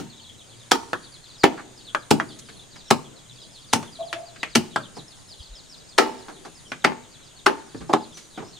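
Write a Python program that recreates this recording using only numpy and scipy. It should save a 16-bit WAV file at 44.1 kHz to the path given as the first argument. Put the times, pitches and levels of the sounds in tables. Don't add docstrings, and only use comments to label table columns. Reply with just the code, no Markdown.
import sys
import numpy as np
from scipy import signal
from scipy.fft import rfft, irfft, next_fast_len
from scipy.io import wavfile
from scipy.ndimage import uniform_filter1d

SR = 44100
rng = np.random.default_rng(int(sys.argv[2]) if len(sys.argv) > 2 else 0)


def pcm_store(signal):
    levels = np.round(np.clip(np.atleast_2d(signal), -1, 1) * 32767)
    wavfile.write(sys.argv[1], SR, levels.astype(np.int16).T)


N = 378814

# mid-bite t/s, level/dB, then thud, body, knock, crack re ring band/dB, decay factor
CHOP_BLOWS = [(-.02, -21, 1, 1.5, 5, 6.5, .8), (0.7148, -4, -23.5, -4, 2, 2, 0.755),
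              (1.437, -2.5, -19, -2.5, 3.5, -5.5, 0.65), (2.109, -4.5, -5.5, 0.5, -2, 2, 0.61),
              (2.9071, -1, -10, -12, -3.5, -1, 0.53), (3.732, -4, -10.5, -3.5, -1.5, 1.5, 0.64),
              (4.554, -10, -3, 4.5, 9, 9.5, 0.58), (5.982, 1.54, -26, -9, -2.5, -6.5, 1.1),
              (6.845, -0.4, -18.5, -4.5, 2, -10.5, 0.61), (7.463, -1, -24, -1, 1.5, -8, 0.66),
              (7.934, -1, -16, -3, -7.5, -14.5, .55)]
TAP_BLOWS = [(0.9314, -13, -17, -5, -3, -10.5, 0.58), (1.948, -12, -17, -8.5, 3.5, -8.5, 0.53),
             (2.1993, -10.5, -21.5, -7.5, -0.1, -18, 0.57), (3.828, -24.5, -17.5, -4, -4, -6.5, 1),
             (4.1283, -17.5, -17, 2.5, 6.5, -4, .83), (4.431, -17.5, -12, -4, 6.5, -4.5, 0.714),
             (4.76, -8.5, -9, -8.5, -3.5, -12, 0.793), (6.7184, -18.5, -3, -4, 4, -9.5, 0.67)]
KNOCK_BLOWS = [(1.575, -37, -15.5, -8.5, 6, -27.5, 0.77), (1.593, -35, -15.5, -7, 3.5, -31, .54),
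               (2.389, -45, -6, 1.2, -5, 15.5, 0.28), (2.486, -45, -4, 6.5, 9.5, 4, 0.58),
               (2.758, -41, -2.5, -5, 3.5, -1, 0.37), (4.358, -46, 2.2, 8, 11, -0.53, 0.47),
               (4.9662, -30, 0, 5, -17, -6.5, 0.67), (6.282, -31, -21, -5, -10.5, -9, .86),
               (6.449, -31, -13, 2.5, -10.5, -8, 0.81), (7.745, -37, 8, 10, -9.5, -13, 0.67),
               (7.807, -40, 12.5, 14, 0, -6, 0.987), (7.8937, -16, -17, 2, -24, -24, 1),
               (8.17, -47, -1.2, 5, 5.5, 15, 1), (8.375, -29, -4, 8.5, -2.5, -14, 1),
               (8.42, -33, -5, 3, -18, -17, 1)]
BAND_CENTRES_HZ = [140, 340, 870, 1900, 6000]
# half bite time/s, left-right tilt/dB
CHOP_LANDING = (.003, .2)
TAP_LANDING = (.0006, 0)
KNOCK_LANDING = (.0023, -0.9)
# nominal f/Hz, relative level/dB, t60/s at decay factor 1
LOG_MODES = [(158.3, -12.5, 0.42), (235.3, -4, 0.52), (262.5, -3, 0.34), (311.9, 0, 0.18), (382, 6, 0.13),
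             (435.6, -3.5, 0.14), (481.9, -19.5, 0.2), (710, -2, 0.036), (819, 3, 0.099), (890, -4.5, 0.52),
             (1250, -11, 0.1), (1290, -8.5, 0.064), (1332, -1.5, 0.034), (1423, -10, 0.081),
             (1755, -10, 0.15), (2380, -23, 0.15), (2600, -31, 0.15), (3020, -4, 0.13), (3434, -8, 0.038),
             (4710, -15, 0.0734)]
STICK_MODES = [(232, 1.5, 0.033), (348.5, -2.5, 0.12), (515.4, -8, 0.055), (650, -1, 0.095),
               (1400, -5, 0.029), (1390, -9.5, .08), (1675, 7, 0.025), (2510, -7, 0.051),
               (3410, 1.5, 0.067), (4580, -11, .04)]
SCRAP_MODES = [(169.3, -8.5, 0.39), (343, -7.5, 0.071), (456.6, -6, 0.19), (829, -6.5, 0.16),
               (1144, -7.5, 0.2), (1440, -21, .1), (1652, 2.5, 0.056), (2270, -5, .08)]
# f/Hz, gain/dB
SPLINTER_SPECTRUM = [(60, -22), (150, 10.5), (400, -1), (1200, 5), (3000, -2), (6000, -5), (9000, -12.5),
                     (12000, -22.5), (16000, -48)]
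# f/Hz, t60/s at decay factor 1
SHED_DECAY = [(100, 0.46), (300, 0.2324), (900, 0.14), (2500, 0.16), (6000, 0.15), (12000, 0.14)]
# f/Hz, relative level/dB
AIR_SPECTRUM = [(15, -40), (25, -14), (70, -11), (130, 0.5), (180, -4.5), (2340, -18.5), (3800, -15),
                (5550, -20.5), (6700, -19), (7670, -20.5), (9520, -23), (10600, -30.5), (12800, -32.5),
                (14300, -33.5), (15900, -58)]
# f/Hz, left-right likeness/1
AIR_LIKENESS = [(60, 0.18), (180, -0.31), (550, 0.19), (1650, 0.22), (4970, 0.53), (15000, -0.24)]
# f/Hz, pole width/Hz, level/dB
INSECT_BANDS = [(6747, 960, -58.5), (8330, 900, -62.5)]
# start t/s, end t/s, level before swell/dB
CICADA_PHRASES = [(0.198, 1.25, -60), (1.702, 2.681, -58.5), (3.153, 4.266, -59.5), (4.453, 5.48, -61),
                  (5.747, 6.76, -60.5), (7.146, 8.42, -63)]
# t/s, f/Hz, level/dB
MOTOR_CURVE = [(0, 82.5, -65), (.3, 92, -62), (.65, 124, -57), (1.1, 125.4, -70), (2.4, 119, -52.5),
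               (2.9, 116.5, -79), (3.3, 119, -53), (3.55, 136, -63.5), (4.3, 122, -59), (5, 130, -63),
               (5.3, 117, -80), (8.59, 104.1, -71)]
# t/s, level/dB, f/Hz, Gaussian length/s
WIND_PUFFS = [(5.409, -34.5, 69, 0.009), (5.523, -36, 42, 0.023), (4.5, -53, 52, 0.017),
              (7.817, -44, 60, 0.025)]
# t/s, start f/Hz, mid level/dB
NEAR_PEEPS = [(.094, 4400, -52.5), (.165, 3980, -54), (.208, 4570, -55), (.262, 4000, -51),
              (.318, 3710, -58), (.379, 3970, -52), (.41, 3910, -56), (.462, 4870, -60), (.505, 3700, -58),
              (.53, 4200, -72), (.595, 4200, -61), (1.022, 4780, -54), (1.115, 4770, -50.5),
              (1.225, 4390, -55.5), (1.265, 4900, -54), (1.315, 4750, -54), (1.376, 5230, -48),
              (1.755, 5250, -56), (1.844, 4520, -51), (1.868, 3768, -49), (1.98, 5150, -58.5),
              (2.281, 4810, -50), (2.289, 3750, -53), (2.325, 4900, -62), (2.385, 4220, -60.5),
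              (2.445, 5200, -56), (2.56, 4300, -55.5), (2.6, 4300, -56.5), (2.7, 4800, -57),
              (2.76, 5100, -55), (2.85, 4070, -56), (3.039, 3600, -57.5), (3.156, 4306, -55),
              (3.282, 4100, -55), (3.36, 3870, -59), (3.398, 4200, -53), (3.404, 5180, -54.5),
              (3.505, 5300, -59), (3.542, 4430, -51.5), (3.59, 5170, -58), (3.665, 5000, -57),
              (3.85, 3880, -53), (3.914, 4970, -52), (3.99, 4200, -51), (4.044, 5030, -54),
              (4.25, 4900, -55), (4.395, 4110, -52), (4.488, 5120, -53.5), (4.705, 3960, -52),
              (4.8, 4740, -56), (4.823, 3810, -49.5), (4.944, 5180, -49.5), (5.07, 5310, -54.5),
              (5.27, 4240, -60), (5.28, 5300, -51), (5.371, 4279, -52), (5.386, 3539, -53),
              (5.392, 5050, -54.5), (5.415, 5190, -53.5), (5.52, 4130, -56.5), (5.545, 5365, -51.5),
              (5.685, 5610, -53), (5.762, 5100, -57), (5.876, 5200, -53), (6.171, 5400, -59),
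              (6.325, 4400, -59.5), (6.36, 4090, -57), (6.43, 4860, -61), (6.545, 5300, -56),
              (6.645, 3400, -56), (6.791, 4200, -61), (7.105, 4800, -57.5), (7.208, 4230, -61.5),
              (7.224, 5630, -63), (7.355, 4550, -52.5), (7.636, 5900, -63.5), (7.754, 4787, -60),
              (7.875, 5400, -58), (8, 5150, -57), (8.096, 4132, -58), (8.16, 4740, -58),
              (8.334, 4000, -53.5), (8.465, 5950, -60.5), (8.529, 4488, -54)]
# t/s, start f/Hz, mid level/dB
BIRD_WHISTLES = [(.79, 6024, -56), (2.85, 5550, -58), (4.382, 4850, -58), (6.665, 5500, -58.5),
                 (8.135, 6040, -50.5), (8.212, 6050, -59), (8.441, 5180, -56.5)]
# t/s, level/dB
HEN_CURVE = [(3.985, -39), (4.005, -36.5), (4.05, -44), (4.07, -56), (4.1, -49), (4.2, -43.5),
             (4.26, -55.5), (4.35, -59.5)]

BLOW_S = 0.48
AIR_DB = -50.5
THROAT_HZ = 663.2
PEEP_MIN_S, PEEP_FALL_HZ_PER_S, PEEP_END_HZ = 0.024, 50000, 2931
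WHISTLE_S, WHISTLE_SAG = 0.051, 0.024


def amp(db):
    return 10 ** (np.asarray(db) / 20)


def evened(x):
    return x / np.sqrt(np.mean(x ** 2) + 1e-20)


def read(points, hz):
    f, value = np.transpose(points)
    return np.interp(np.log(hz + 1), np.log(f + 1), value)


def curves(rows, t):
    row_s, *columns = np.transpose(rows)
    return [np.interp(t, row_s, column) for column in columns]


def add(mix, start_s, sound, pan_db):
    at = round(start_s * SR)
    sound = np.atleast_2d(sound)[:, max(-at, 0):]
    sound = sound * amp([[pan_db / 2], [-pan_db / 2]])
    part = mix[:, max(at, 0):][:, :sound.shape[1]]
    part += sound[:, :part.shape[1]]


def resonate(x, hz, pole_width_hz):
    turn = np.exp(2j * np.pi * np.cumsum(hz * np.ones(x.shape[-1])) / SR)
    r = np.exp(-np.pi * pole_width_hz / SR)
    smooth = x / turn
    for _ in range(2):
        smooth = signal.lfilter([1 - r], [1, -r], smooth)
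    return 2 * (turn * smooth).real


def pair(length, likeness):
    a, b = rng.standard_normal((2, length))
    likeness = np.clip(likeness, 0, 1)
    return np.array([a, likeness * a + np.sqrt(1 - likeness ** 2) * b])


def shed(dry, likeness, slow):
    hz, t, z = signal.stft(pair(SR // 2, likeness), SR, nperseg=256)
    t60 = slow * read(SHED_DECAY, hz)[:, None]
    decay = amp(-60 * t / t60) + amp(-22.5 - 60 * t / (5.95 * t60))
    tail = signal.istft(z * decay, SR, nperseg=256)[1]
    tail *= np.minimum(np.arange(tail.shape[1]) / (0.0046 * SR), 1)
    return signal.fftconvolve(dry[None], tail / np.linalg.norm(tail[0]), axes=1)


def crackle_spectrum(t, f, bite_s, snap_s):
    fibres = pair(len(t), 0.8874) * amp(1.18 * rng.standard_normal(len(t)))
    cut = np.where(t < 0, (1 + t / (2 * bite_s)) ** 0.52, 0) * fibres
    decay = amp(-60 * t / snap_s) + 0.83 * amp(-60 * t / 0.0052)
    stop = np.where(t < 0, 0, decay) * fibres
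    return rfft(cut) * f / (f + 1200) + rfft(stop)


def wood_ring(t, modes, slow):
    hz, mode_db, t60 = np.repeat(modes, repeats=3, axis=0).T[:, :, None]
    size, detune, side = rng.standard_normal((3, len(hz), 1))
    after = np.maximum(t, 0)
    level = amp(mode_db + 1.36 * size - 60 * after / (t60 * slow))
    partials = level * np.sin(2 * np.pi * hz * (1 + 0.03196 * detune) * after)
    rings = (1 + 0.66 * np.array([side, -side])[..., 0]) @ partials
    chatter = evened(uniform_filter1d(pair(len(t), 0.889), size=120))
    return rings * amp(5.34 * chatter)


def blow(row, landing, modes, ring_db, wet_db, snap_s):
    mid_s, db, thud_db, body_db, knock_db, crack_db, slow = row
    bite_s, pan_db = landing
    bands_db = [thud_db, body_db, 0, knock_db, crack_db]
    t = np.arange(next_fast_len(round(BLOW_S * slow * SR))) / SR - 2 * bite_s
    f = np.fft.rfftfreq(len(t), 1 / SR)

    crackle = crackle_spectrum(t, f, bite_s, snap_s * slow)
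    splinters = crackle * amp(read(SPLINTER_SPECTRUM, f))
    wood = amp(ring_db) * rfft(wood_ring(t, modes, slow))
    colour = amp(read(list(zip(BAND_CENTRES_HZ, bands_db)), f))
    fade = np.minimum((t[-1] - t) / 0.1, 1)
    dry = irfft((splinters + wood) * colour, len(t)) * fade

    mean = np.sqrt(abs(uniform_filter1d(abs(splinters[0]) ** 2, size=250)))
    mean = mean * np.exp(-4j * np.pi * f * bite_s)
    send = irfft((mean + wood[0]) * colour, len(t)) * fade * (t > -bite_s)
    sound = amp(wet_db) * shed(send, 0.39, slow)
    sound[:, :len(t)] += dry
    sound = signal.sosfilt(signal.butter(4, 112, "high", fs=SR, output="sos"), sound)
    return mid_s - bite_s, amp(db) * sound, pan_db


def air():
    frames, hz = N // 256 + 5, np.fft.rfftfreq(1024, 1 / SR)
    a, b, c, d, patches = rng.standard_normal((frames, 513, 5)).T
    patches = uniform_filter1d(patches, size=12, axis=0)
    patches = evened(uniform_filter1d(patches, size=14, axis=1))
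    likeness = np.clip(read(AIR_LIKENESS, hz), -1, 1)[:, None]
    left = a + 1j * b
    right = likeness * left + np.sqrt(1 - likeness ** 2) * (c + 1j * d)
    z = np.array([left, right]) * amp(read(AIR_SPECTRUM, hz)[:, None] + 1.65 * patches)
    return amp(AIR_DB) * evened(signal.istft(z, nperseg=1024, noverlap=768)[1][:, :N])


def insects():
    out = sum(amp(db) * evened(resonate(pair(N, 0.33), hz, width_hz)) for hz, width_hz, db in INSECT_BANDS)
    for start_s, end_s, db in CICADA_PHRASES:
        u = np.linspace(0, 1, round((end_s - start_s) * SR))
        climb = 1 - np.exp(-u / 0.24)
        buzz = evened(resonate(pair(len(u), 0.1), 8300 + 1430 * climb, 480))
        add(out, start_s, amp(db) * buzz * climb * np.minimum((1 - u) / 0.063, 1), 0)
    return out


def motor():
    hz, db = curves(MOTOR_CURVE, np.arange(N) / SR)
    return amp(db) * evened(resonate(rng.standard_normal(N), hz, 19))


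def wind():
    lumps = amp(1.1 * evened(uniform_filter1d(rng.standard_normal(N), size=4000)))
    rumble = signal.lfilter(*signal.butter(2, 55, fs=SR), pair(N, 0.59)) * lumps
    out = amp(-63.0) * evened(rumble)
    for mid_s, db, hz, length_s in WIND_PUFFS:
        t = np.arange(-3 * length_s, 3 * length_s, 1 / SR)
        phase = rng.uniform(0, 1.1, (2, 1))
        thud = np.cos(2 * np.pi * hz * t + phase) * np.exp(-(t / length_s) ** 2)
        add(out, mid_s + t[0], amp(db) * thud, 0)
    return out


def call(length_s, start_hz, end_hz, db):
    u = np.linspace(0, 1, round(length_s * SR))
    wobble, flutter = uniform_filter1d(rng.standard_normal((2, len(u))), size=150)
    hz = start_hz - (start_hz - end_hz) * u ** (start_hz / 2600) + 65 * evened(wobble)
    level = amp(db + 4.46 * evened(flutter) + 4.0 * (u - 0.5)) * signal.windows.tukey(len(u), 0.35)
    return level * np.sqrt(2) * np.sin(2 * np.pi * np.cumsum(hz) / SR)


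def chicks_and_bird(far_db=-67, far_count=110):
    dry = np.zeros((2, N))
    far = [(when * N / SR, 3600 + 1900 * high, far_db + 6 * loud)
           for when, high, loud in rng.random((far_count, 3))]
    for start_s, hz, db in NEAR_PEEPS + far:
        length_s = PEEP_MIN_S + abs(hz - PEEP_END_HZ) / PEEP_FALL_HZ_PER_S
        add(dry, start_s, call(length_s, hz, PEEP_END_HZ, db), 1.8 * rng.standard_normal())
    for start_s, hz, db in BIRD_WHISTLES:
        whistle = call(WHISTLE_S, hz, hz * (1 - WHISTLE_SAG), db)
        add(dry, start_s, whistle, 1.8 * rng.standard_normal())
    return dry + amp(-3.0) * shed(dry.mean(0), 0.41, 0.96)[:, :N]


def hen():
    t = np.arange(HEN_CURVE[0][0], HEN_CURVE[-1][0], 1 / SR)
    db, = curves(HEN_CURVE, t)
    breath = rng.standard_normal(len(t))
    throat = [(1, 88, 0.5), (1.28, 111, -12), (1.65, 110, -19)]
    voice = sum(amp(gain_db) * evened(resonate(breath, ratio * THROAT_HZ, width_hz))
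                for ratio, width_hz, gain_db in throat)
    dry = amp(db) * voice * signal.windows.tukey(len(t), 0.05)
    sound = amp(1) * shed(dry, 0.15, 1.8)
    sound[:, :len(t)] += dry
    return t[0], sound, -1.5


def scene():
    mix = air() + insects() + motor() + wind() + chicks_and_bird()
    add(mix, *hen())
    for row in CHOP_BLOWS:
        add(mix, *blow(row, CHOP_LANDING, LOG_MODES, ring_db=-26.0, wet_db=-4.5, snap_s=0.038))
    for row in TAP_BLOWS:
        add(mix, *blow(row, TAP_LANDING, STICK_MODES, ring_db=-26, wet_db=-2.5, snap_s=0.0422))
    for row in KNOCK_BLOWS:
        add(mix, *blow(row, KNOCK_LANDING, SCRAP_MODES, ring_db=-19.0, wet_db=0.5, snap_s=0.19))
    return mix


def record(dry):
    clipped = np.clip(dry * amp([[0.3], [-0.3]]), -1, 1)
    low_pass = signal.firwin(511, 16070, window=("kaiser", 9), fs=SR)
    return signal.oaconvolve(clipped, low_pass[None], "same")


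dry = scene()
out = record(dry)
pcm_store(out)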